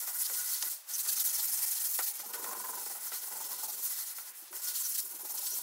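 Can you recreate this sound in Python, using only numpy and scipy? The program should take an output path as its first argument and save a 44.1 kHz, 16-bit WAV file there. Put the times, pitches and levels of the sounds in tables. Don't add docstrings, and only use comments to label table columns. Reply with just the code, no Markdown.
import sys
import numpy as np
from scipy import signal
from scipy.io import wavfile
from scipy.ndimage import uniform_filter1d

SR = 44100
rng = np.random.default_rng(int(sys.argv[2]) if len(sys.argv) > 2 else 0)


def log_audio(samples):
    frames = np.atleast_2d(samples).T
    limited = np.clip(frames, -1, 1)
    pcm = np.round(limited * 32767).astype(np.int16)
    wavfile.write(sys.argv[1], SR, pcm)


def ratio_of_db(decibels):
    return 10 ** (np.asarray(decibels, float) / 20)


N = 247842
TIME = np.arange(N) / SR


def rms_one(x):
    return x / np.sqrt(np.mean(x ** 2) + 1e-20)


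def at_hz(points, hz):
    table_hz, values = np.transpose(points)
    return np.interp(np.log(hz), np.log(table_hz), values)


def along(curve, s):
    when, *columns = np.transpose(curve)
    return [np.interp(s, when, column) for column in columns]


def drift(rate):
    every, settle = 40, 2000
    r = np.exp(-2 * np.pi * rate * every / SR)
    coarse = rng.standard_normal(N // every + 2 + settle)
    slow = signal.lfilter([1], [1, -2 * r, r * r], coarse)[settle:]
    return np.interp(np.arange(N) / every, np.arange(len(slow)), rms_one(slow))


def resonance(x, hz, width):
    r = np.exp(-np.pi * width / SR)
    poles = [1, -2 * r * np.cos(2 * np.pi * hz / SR), r * r]
    return signal.lfilter([(1 - r * r) / 2, 0, (r * r - 1) / 2], poles, x)


def twice_resonant(count, hz, width):
    once = resonance(rng.standard_normal(count), hz, width)
    return rms_one(resonance(once, hz, width))


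def banded_noise(spectrum, count, patchy_db, rate, lift_db=0, reach=None):
    steady, out = 0, 0
    edges = np.geomspace(spectrum[0][0], spectrum[-1][0], count + 1)
    white = rng.standard_normal((2, N))
    for k, (low, high) in enumerate(zip(edges, edges[1:])):
        hz = np.sqrt(low * high)
        band_pass = signal.butter(2, [low, high], "band", fs=SR, output="sos")
        band = signal.sosfilt(band_pass, white[k % 2]) * ratio_of_db(at_hz(spectrum, hz))
        steady = steady + np.mean(band ** 2)
        band_lift_db = 0 if reach is None else lift_db * at_hz(reach, hz)
        out = out + band * ratio_of_db(patchy_db * drift(rate) + band_lift_db)
    return out / np.sqrt(steady)


# (frequency [Hz], density [dB per Hz])
HISS = [(1200, -17.5), (2000, -17), (2500, -21), (3100, -15), (3800, -14.5), (4200, -7.5), (4900, -8),
        (5400, -5), (7000, -3.5), (8600, -1), (12100, 1.5), (15200, 0), (17500, 2.5)]
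# (frequency [Hz], share [1])
PRESSURE_REACH = [(2000, 0.71), (4000, 1.49), (6500, 0.67), (10000, 0.23)]
# (frequency [Hz], level [dB])
PAD_WHISTLES = [(2580, -33), (3230, -30.5), (3700, -29), (4290, -24), (5300, -19.5), (5900, -26.5),
                (6300, -19), (7030, -18.5), (7580, -43), (9200, -41), (11100, -14), (12500, -44)]


def fibres(hiss_db, pressure_db):
    out = banded_noise(HISS, count=24, patchy_db=2.17, rate=50, lift_db=pressure_db, reach=PRESSURE_REACH)
    for hz, whistle_db in PAD_WHISTLES:
        pressed_db = pressure_db * at_hz(PRESSURE_REACH, hz)
        flare_db = whistle_db - 5 + 4 * drift(25) + pressed_db
        out = out + twice_resonant(N, hz, width=260) * ratio_of_db(flare_db)
    return ratio_of_db(hiss_db + 0.13 * drift(32)) * out


# (time [s], hiss level [dB])
TURNS = [(0.0, -32), (0.063, -42.5), (0.128, -42.5), (0.184, -37.5), (0.236, -36.5), (0.281, -37.5),
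         (0.326, -36), (0.37, -33), (0.439, -38), (0.512, -33), (0.607, -42), (0.639, -38.5),
         (0.694, -39.5), (0.839, -29), (0.931, -42), (0.978, -41.0), (1.025, -40.5), (1.066, -40),
         (1.109, -38.5), (1.151, -42), (1.195, -35), (1.236, -41), (1.285, -34), (1.324, -41.5),
         (1.374, -36), (1.419, -37), (1.469, -36), (1.514, -37), (1.565, -36), (1.611, -37.0),
         (1.658, -38.5), (1.704, -37), (1.746, -39), (1.793, -38), (1.837, -38.0), (1.883, -35.5),
         (1.93, -37.5), (1.973, -39), (2.017, -39.5), (2.056, -40.5), (2.13, -50), (2.181, -46),
         (2.232, -50), (2.281, -47.5), (2.324, -54.5), (2.372, -46.5), (2.414, -44.5), (2.46, -42),
         (2.5, -40), (2.546, -48),
         (2.588, -40), (2.634, -44), (2.677, -39), (2.724, -45), (2.768, -41.5), (2.848, -42),
              (2.89, -44), (2.941, -41), (2.993, -47.5), (3.106, -46.5), (3.211, -45.5), (3.254, -43.0),
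              (3.302, -46), (3.345, -43), (3.393, -45), (3.438, -42), (3.483, -47.5), (3.578, -47),
              (3.624, -41.5), (3.672, -48), (3.716, -43.5), (3.762, -45.5), (3.822, -40), (3.888, -39.0),
              (3.953, -40.5), (4.048, -46), (4.143, -50), (4.247, -51.5), (4.33, -57.5), (4.504, -44),
              (4.587, -42), (4.613, -46), (4.664, -39), (4.734, -45.5), (4.782, -34), (4.83, -39),
              (4.879, -36), (4.94, -39), (4.97, -43.5), (5.041, -43), (5.086, -46), (5.135, -47),
              (5.183, -49), (5.235, -47), (5.286, -44), (5.333, -45.5), (5.368, -38), (5.428, -38.5),
              (5.497, -40.5), (5.53, -41.0)]
# (time [s], hiss level [dB], pressure as low-hiss gain [dB])
CRESTS = [(0.02, -35.5, -1.5), (0.08, -34, 0), (0.155, -33.5, -4), (0.213, -29, -2.5),
          (0.254, -35, 4), (0.313, -34.5, -1), (0.354, -33.5, -0.5), (0.39, -33.5, 1),
          (0.492, -34.5, 2), (0.536, -34.5, 5), (0.628, -34.5, 3.5), (0.673, -33.0, -1.5),
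          (0.724, -32.5, 2), (0.914, -38.5, 2.5), (0.95, -35, 1.5), (1.003, -31, 1),
          (1.05, -34.5, 0.5), (1.097, -29.5, 4), (1.132, -30.5, 2.0), (1.176, -33, 5),
          (1.21, -29.5, 1.5), (1.259, -25.5, -4.5), (1.299, -32, 3), (1.351, -28.5, -3),
          (1.396, -33, 7), (1.444, -28, -4.5), (1.489, -32.5, 0.5), (1.545, -29, -3),
          (1.589, -33, 1.5), (1.635, -29, -0.5), (1.68, -30, -2.0), (1.722, -29, -1), (1.764, -32, 2),
          (1.814, -32, 0.5), (1.859, -28, -2.0), (1.909, -29, -6.5), (1.95, -30, 0.5),
          (1.994, -29.5, -4.5), (2.038, -31.5, 1.0), (2.075, -32.0, 1), (2.162, -38, 0.5),
          (2.199, -41, 5), (2.267, -41, 0.5), (2.306, -41.5, -0.5), (2.344, -39, 4.5),
          (2.401, -39.5, -4), (2.442, -38.5, 1.5), (2.491, -38, -3), (2.527, -38, -0.5),
          (2.579, -39, -2.0),
          (2.609, -37, -1.5), (2.661, -38.5, -1), (2.7, -37.5, -2.5), (2.755, -38, 0.5),
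               (2.831, -37.5, -2), (2.866, -37.5, 0.5), (2.916, -37.5, 0), (2.956, -39.5, -3.5),
               (3.062, -36.5, -1), (3.144, -37.5, 4), (3.242, -37.5, 0.5), (3.277, -37, -3.5),
               (3.328, -38, 1.5), (3.375, -38, -1.5), (3.407, -38.5, 0.5), (3.453, -37.5, 2),
               (3.516, -37, 0), (3.592, -39.5, 3.5), (3.644, -36.5, 2), (3.701, -37, 2.5),
               (3.738, -37, 1.0), (3.788, -38.5, 1.5), (3.852, -31.5, -2.5), (3.91, -35.5, 0.5),
               (4.002, -36.5, 3), (4.085, -39.0, 2.5), (4.183, -41, 0.5), (4.284, -43, 1.5), (4.4, -38, -4),
               (4.568, -37, -1.5), (4.597, -40.5, 0), (4.65, -34.0, 0), (4.686, -35.0, 5), (4.766, -33, 3),
               (4.806, -34, 2), (4.86, -34, 1.5), (4.908, -31, -5.5), (4.955, -33.5, 4.5),
               (4.992, -30.5, 0.5), (5.055, -38, -4.0), (5.117, -39.5, -3.0), (5.158, -40.5, -1),
               (5.207, -38.5, -5), (5.26, -39, -1.5), (5.312, -35, -3), (5.355, -35, -4), (5.391, -37, 4.5),
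               (5.479, -35.5, 0.5), (5.519, -36.5, 3), (5.569, -34, 0)]
# (time [s], low-hiss gain [dB])
DIGS = [(.265, 4.5), (.345, 6), (1.098, 2), (1.132, -0.5), (1.203, 3), (3.15, 1), (3.52, 4), (4.991, 3),
        (5.3, 2.5), (5.38, 5), (5.469, 5.5)]


def hand(roundness):
    sharp_turn_db, dig_s, grip_chance_db = 0.5, 0.0053, 1.2
    turn, turn_db = np.transpose(TURNS)
    crest, crest_db, press_db = np.transpose(CRESTS)
    knots = np.sort(np.ravel([turn, crest], order="F"))
    phase = np.interp(TIME, knots, np.arange(len(knots)))
    speed = np.abs(np.sin(np.pi / 2 * phase)) ** roundness
    step = np.floor(phase)
    eased = step + np.where(step % 2 == 0, speed, 1 - speed)
    knots_db = np.ravel([turn_db - sharp_turn_db, crest_db], order="F")
    hiss_db = np.interp(eased, np.arange(len(knots)), knots_db)

    pressure_db = np.interp(TIME, crest, press_db)
    for s, dig_db in DIGS:
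        pressure_db = pressure_db + dig_db * np.exp(-((TIME - s) / dig_s) ** 2 / 2)

    hum_db = along(PLACE, crest)[0]
    grip_db = hum_db + grip_chance_db * rng.standard_normal(len(crest))
    held_db = uniform_filter1d(grip_db[(step // 2).astype(int)], size=400)
    halt_db = halts()
    return hiss_db + halt_db, speed, pressure_db, held_db + halt_db


# (time [s], drop [dB], slowing [s], picking up [s])
STOPS = [
    (0.849, 27.5, 0.16, 0.057),
    (.845, 20, 0.035, 0.025),
    (4.5, 12, 0.25, 0.065),
    (5.012, 5.5, .008, .03),
    (5.402, 6, 0.0066, 0.016),
    (5.61, 6.5, 0.031, .05),
]


def halts():
    total_db = np.zeros(N)
    for s, drop_db, slowing, picking in STOPS:
        away = np.where(TIME < s, (s - TIME) / slowing, (TIME - s) / picking)
        total_db -= drop_db * np.cos(np.pi / 2 * np.clip(away, 0, 1)) ** 2
    return total_db


# (time [s], hum level [dB], hollowness under the pad [dB], shift along the grain [dB])
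PLACE = [(0, -52, -4.5, 2), (.45, -51, -9.5, -3.5), (.66, -49.5, -11, -0.5), (1.0, -55.5, -6, 0.5),
         (1.63, -50, -8.5, 2.5), (1.9, -56.5, -9, 2), (2.13, -70, 5, 4.5), (2.34, -54.5, 6.5, -2.5),
         (2.79, -54.5, 4, 0.5), (3.07, -51.5, -5.5, 1), (3.4, -51, 0, -0.5), (3.75, -62.5, 7, -2.5),
         (3.9, -52, -12, 0.5), (4.4, -59, -4, 0.5), (4.7, -53.5, -3.5, -2.5), (4.99, -70, 4, -3.5),
         (5.08, -66, 6, -2.5), (5.62, -59, 3.5, -3.5)]
# (frequency [Hz], width [Hz], level [dB], share of hollowness [1], share of shift [1])
BOARD_MODES = [(211, 19.4, -18, 2, 0), (317, 90, -11.5, 0.84, -0.3), (385, 52, -8.5, 1.42, -0.3),
               (472, 13, -11.5, 2, 0.7), (589, 17, -9.5, 1.5, 0.7), (777.5, 13, -11.5, 1.53, 0.2),
               (842, 44, -4.5, 1.05, 3.5), (1000, 53, -1, 1, -0.5), (1198, 40, -19, 3.5, 0.5),
               (1354, 21, -9.5, 0.66, 1.4), (1461, 22, -2.5, 0.14, -1.96), (1836, 12, -28.5, -1.2, 6),
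               (1983, 58, -4.5, 0, 0), (2310, 300, -13, 0.5, 6)]
# (frequency [Hz], density [dB per Hz])
BOARD_WASH = [(110, -25.5), (200, -20), (400, -15.5), (700, -6.5), (1000, -2.5), (1600, -6.5),
              (2400, -15.5), (4000, -16)]
# (frequency [Hz], share [1])
DEEP_REACH = [(150, 3.8), (300, 2.7), (600, 0.5), (900, 0.019)]


def board(level_db):
    _, hollow_db, shift_db = along(PLACE, TIME)
    wash = banded_noise(BOARD_WASH, count=10, patchy_db=3.5, rate=53, lift_db=hollow_db, reach=DEEP_REACH)
    out = ratio_of_db(level_db - 11) * wash
    for hz, width, mode_db, hollow, shift in BOARD_MODES:
        place_db = hollow * hollow_db + shift * shift_db
        friction_db = level_db + mode_db - 7.5 + place_db + 1.9 * drift(18.2)
        friction = rng.standard_normal(N) * ratio_of_db(friction_db)
        out = out + resonance(friction, hz, width) * np.sqrt(SR / (np.pi * width))
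    return out


# (time [s], peak [dB], deep part [dB], crack [dB], scuff after it [dB])
KNOCKS = [(0.074, -36.5, -25, -1, -1), (0.297, -34, -19, -2, -16), (0.625, -44, -23, 22.5, 4),
          (0.630, -40, -20, -9, -15), (1.061, -38.5, -33, 6, 2), (1.989, -25, -28, -2, -5.5),
          (2.193, -39.5, -16, -2, 9), (2.335, -34, -26, -3, 17), (2.442, -32.5, -32, 3, -4),
          (2.53, -35.5, -37, -10, -6), (2.862, -41, -16, 0, -6), (3.118, -34.5, -23, -12, 6),
          (4.183, -38.5, -27, -8, -10), (4.528, -41, -8, 2, -12)]


def knocks():
    out = np.zeros(N)
    t = np.arange(round(0.12 * SR)) / SR
    no_deep = signal.butter(4, 310, "high", fs=SR, output="sos")
    for s, peak_db, deep_db, crack_db, scuff_db in KNOCKS:
        decay = np.exp(-t / 0.003) + ratio_of_db(scuff_db) * np.exp(-t / 0.02)
        contact = rng.standard_normal(len(t)) * decay
        pressed = contact * (1 - np.exp(-t / 0.0012))
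        body = 0
        for hz, width, *_ in BOARD_MODES:
            if hz < 700:
                mode_db = min(deep_db + 12.5, -3)
            else:
                mode_db = -11 * np.log2(hz / 1300) ** 2
            ring = resonance(pressed, hz, 3 * width) / np.sqrt(width)
            body = body + ring * ratio_of_db(mode_db + rng.normal(0, 0.17))
        body = signal.sosfilt(no_deep, body)
        crack_decay = np.exp(-t / 0.0034) + 0.47 * np.exp(-t / 0.019)
        crack = resonance(contact, 5800, 11000) * crack_decay
        hit = body / np.abs(body).max() + ratio_of_db(crack_db + 4) * crack / np.abs(crack).max()
        i = round(s * SR)
        out[i:i + len(t)] += ratio_of_db(peak_db) * hit
    return out


# (time [s], peak [dB], frequency [Hz])
JUDDERS = [(2.236, -43.5, 827), (2.293, -46, 947), (2.381, -40, 974), (2.425, -39.5, 1010),
           (2.467, -37, 1046), (2.513, -36.5, 1080), (2.555, -37.5, 1030), (2.602, -39, 1012),
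           (2.645, -32.5, 1023), (2.69, -36, 1018), (2.735, -38, 1000), (2.775, -38, 974),
           (2.906, -43, 802), (2.955, -45, 813), (3.272, -55, 825), (3.314, -47, 842), (3.358, -40.5, 866),
           (3.406, -39.5, 886), (3.497, -48, 842), (3.59, -47, 820), (3.635, -39, 870), (3.685, -41, 840),
           (4.535, -49.5, 1020), (5.137, -54, 940), (5.197, -49, 842), (5.249, -44.5, 842), (5.3, -47, 827),
           (5.344, -46, 890), (5.43, -48.5, 847), (5.593, -45.5, 980)]
# (time [s], peak [dB], frequency [Hz])
THUDS = [(0.311, -45, 496), (0.665, -54, 343), (2.775, -46.5, 385), (4.422, -54.5, 337), (4.51, -50.5, 362),
         (4.54, -51, 384), (5.041, -54, 406), (5.138, -52, 350), (5.235, -46, 360), (5.337, -57, 385),
         (5.536, -52, 420)]


def judders(pushes, rise_s, fall_s, split_hz):
    out = np.zeros(N + SR)
    t = np.arange(round(0.1 * SR)) / SR
    swell = (1 - np.exp(-t / rise_s)) * np.exp(-t / fall_s)
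    for s, peak_db, hz in pushes:
        phase, other, split = rng.random(3)
        near_hz = hz - split_hz * (1 + split)
        pair = np.sin(2 * np.pi * (hz * t + phase)) + 0.46 * np.sin(2 * np.pi * (near_hz * t + other))
        scuff = rms_one(resonance(rng.standard_normal(len(t)), 0.85 * hz, 0.2 * hz))
        upper = rms_one(resonance(rng.standard_normal(len(t)), 1.47 * hz, 0.12 * hz))
        boom = 0.62 * pair + 0.3 * scuff + 0.16 * upper
        i = round((s - rise_s) * SR)
        out[i:i + len(t)] += ratio_of_db(peak_db - 2.5) * boom * swell / swell.max()
    return out[:N]


# (time [s], level [dB], frequency [Hz], length [s])
SQUEAKS = [(0.193, -41, 7840, 0.018), (0.925, -37.5, 6070, 0.042), (0.992, -41, 6750, 0.021),
           (4.643, -39.5, 6340, 0.022), (4.67, -40.5, 5570, 0.025), (4.678, -46, 6300, 0.011),
           (4.797, -39.5, 7560, 0.032), (4.834, -40, 6000, 0.05), (5.463, -41.5, 4270, 0.017),
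           (5.466, -37.5, 8000, 0.022), (5.5, -42.5, 5880, 0.055)]


def squeaks():
    out = np.zeros(N)
    for s, level_db, hz, length in SQUEAKS:
        tone = twice_resonant(4000, hz, width=750)
        count = round(length * SR)
        swell = np.sqrt(np.abs(np.hanning(count)))
        i = round(s * SR)
        out[i:i + count] += ratio_of_db(level_db) * tone[500:500 + count] * swell
    return out


def side_wall(pad):
    delay_s, level_db = 0.0031, -30.5
    warm = pad + ratio_of_db(3) * resonance(pad, 420, 810)
    return ratio_of_db(level_db) * np.roll(warm, round(delay_s * SR))


# (frequency [Hz], density [dB per Hz])
ROOM = [(60, -43), (130, -58), (260, -25), (600, -4.5), (1050, -1), (2000, -2.5), (4000, -8), (8000, 7),
        (16000, -17.5)]
# (frequency [Hz], density [dB per Hz])
ROOM_SIDE = [(100, -25), (250, -42), (500, 12), (1100, 9.5), (2000, 1), (4000, -3.5), (9000, -37),
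             (16000, -6)]


def workshop():
    mid = ratio_of_db(-57) * banded_noise(ROOM, count=7, patchy_db=2.5, rate=11)
    side = ratio_of_db(-69) * banded_noise(ROOM_SIDE, count=9, patchy_db=-5.5, rate=1.8)
    return mid + side * np.array([[1], [-1]])


def scene():
    hiss_db, speed, pressure_db, board_db = hand(roundness=0.54)
    hollow_db = along(PLACE, TIME)[1]
    pause_db = -np.maximum(8 + 0.41 * hollow_db, 0) * (1 - speed ** 4)
    pad = fibres(hiss_db, pressure_db) + board(board_db + pause_db + 3)
    pad = pad + knocks() + squeaks()
    pad = pad + judders(JUDDERS, rise_s=0.0068, fall_s=0.015, split_hz=49.3)
    pad = pad + judders(THUDS, rise_s=0.00382, fall_s=0.013, split_hz=47.6)
    return pad + side_wall(pad) * np.array([[1], [-1]]) + workshop()


def roll_off(x):
    return signal.sosfilt(signal.butter(12, 17090, fs=SR, output="sos"), x)


def record(dry):
    low_cut_hz, top_cut_hz = 188, 15740
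    x = signal.sosfilt(signal.butter(4, low_cut_hz, "high", fs=SR, output="sos"), dry)
    noise = rng.standard_normal(N) + 0.24 * rng.standard_normal((2, N)) * [[1], [-1]]
    rumble = rms_one(signal.sosfilt(signal.butter(2, 90, fs=SR, output="sos"), noise))
    shaking = uniform_filter1d(np.abs(resonance(x[0], 500, 730)), size=900)
    x = x + ratio_of_db(-43.5 + 5.5 * drift(3.3)) * shaking * rumble
    mix = signal.sosfilt(signal.ellip(12, 0.5, 75, top_cut_hz, fs=SR, output="sos"), x)
    return roll_off(mix)


dry = scene()
out = record(dry)
log_audio(out)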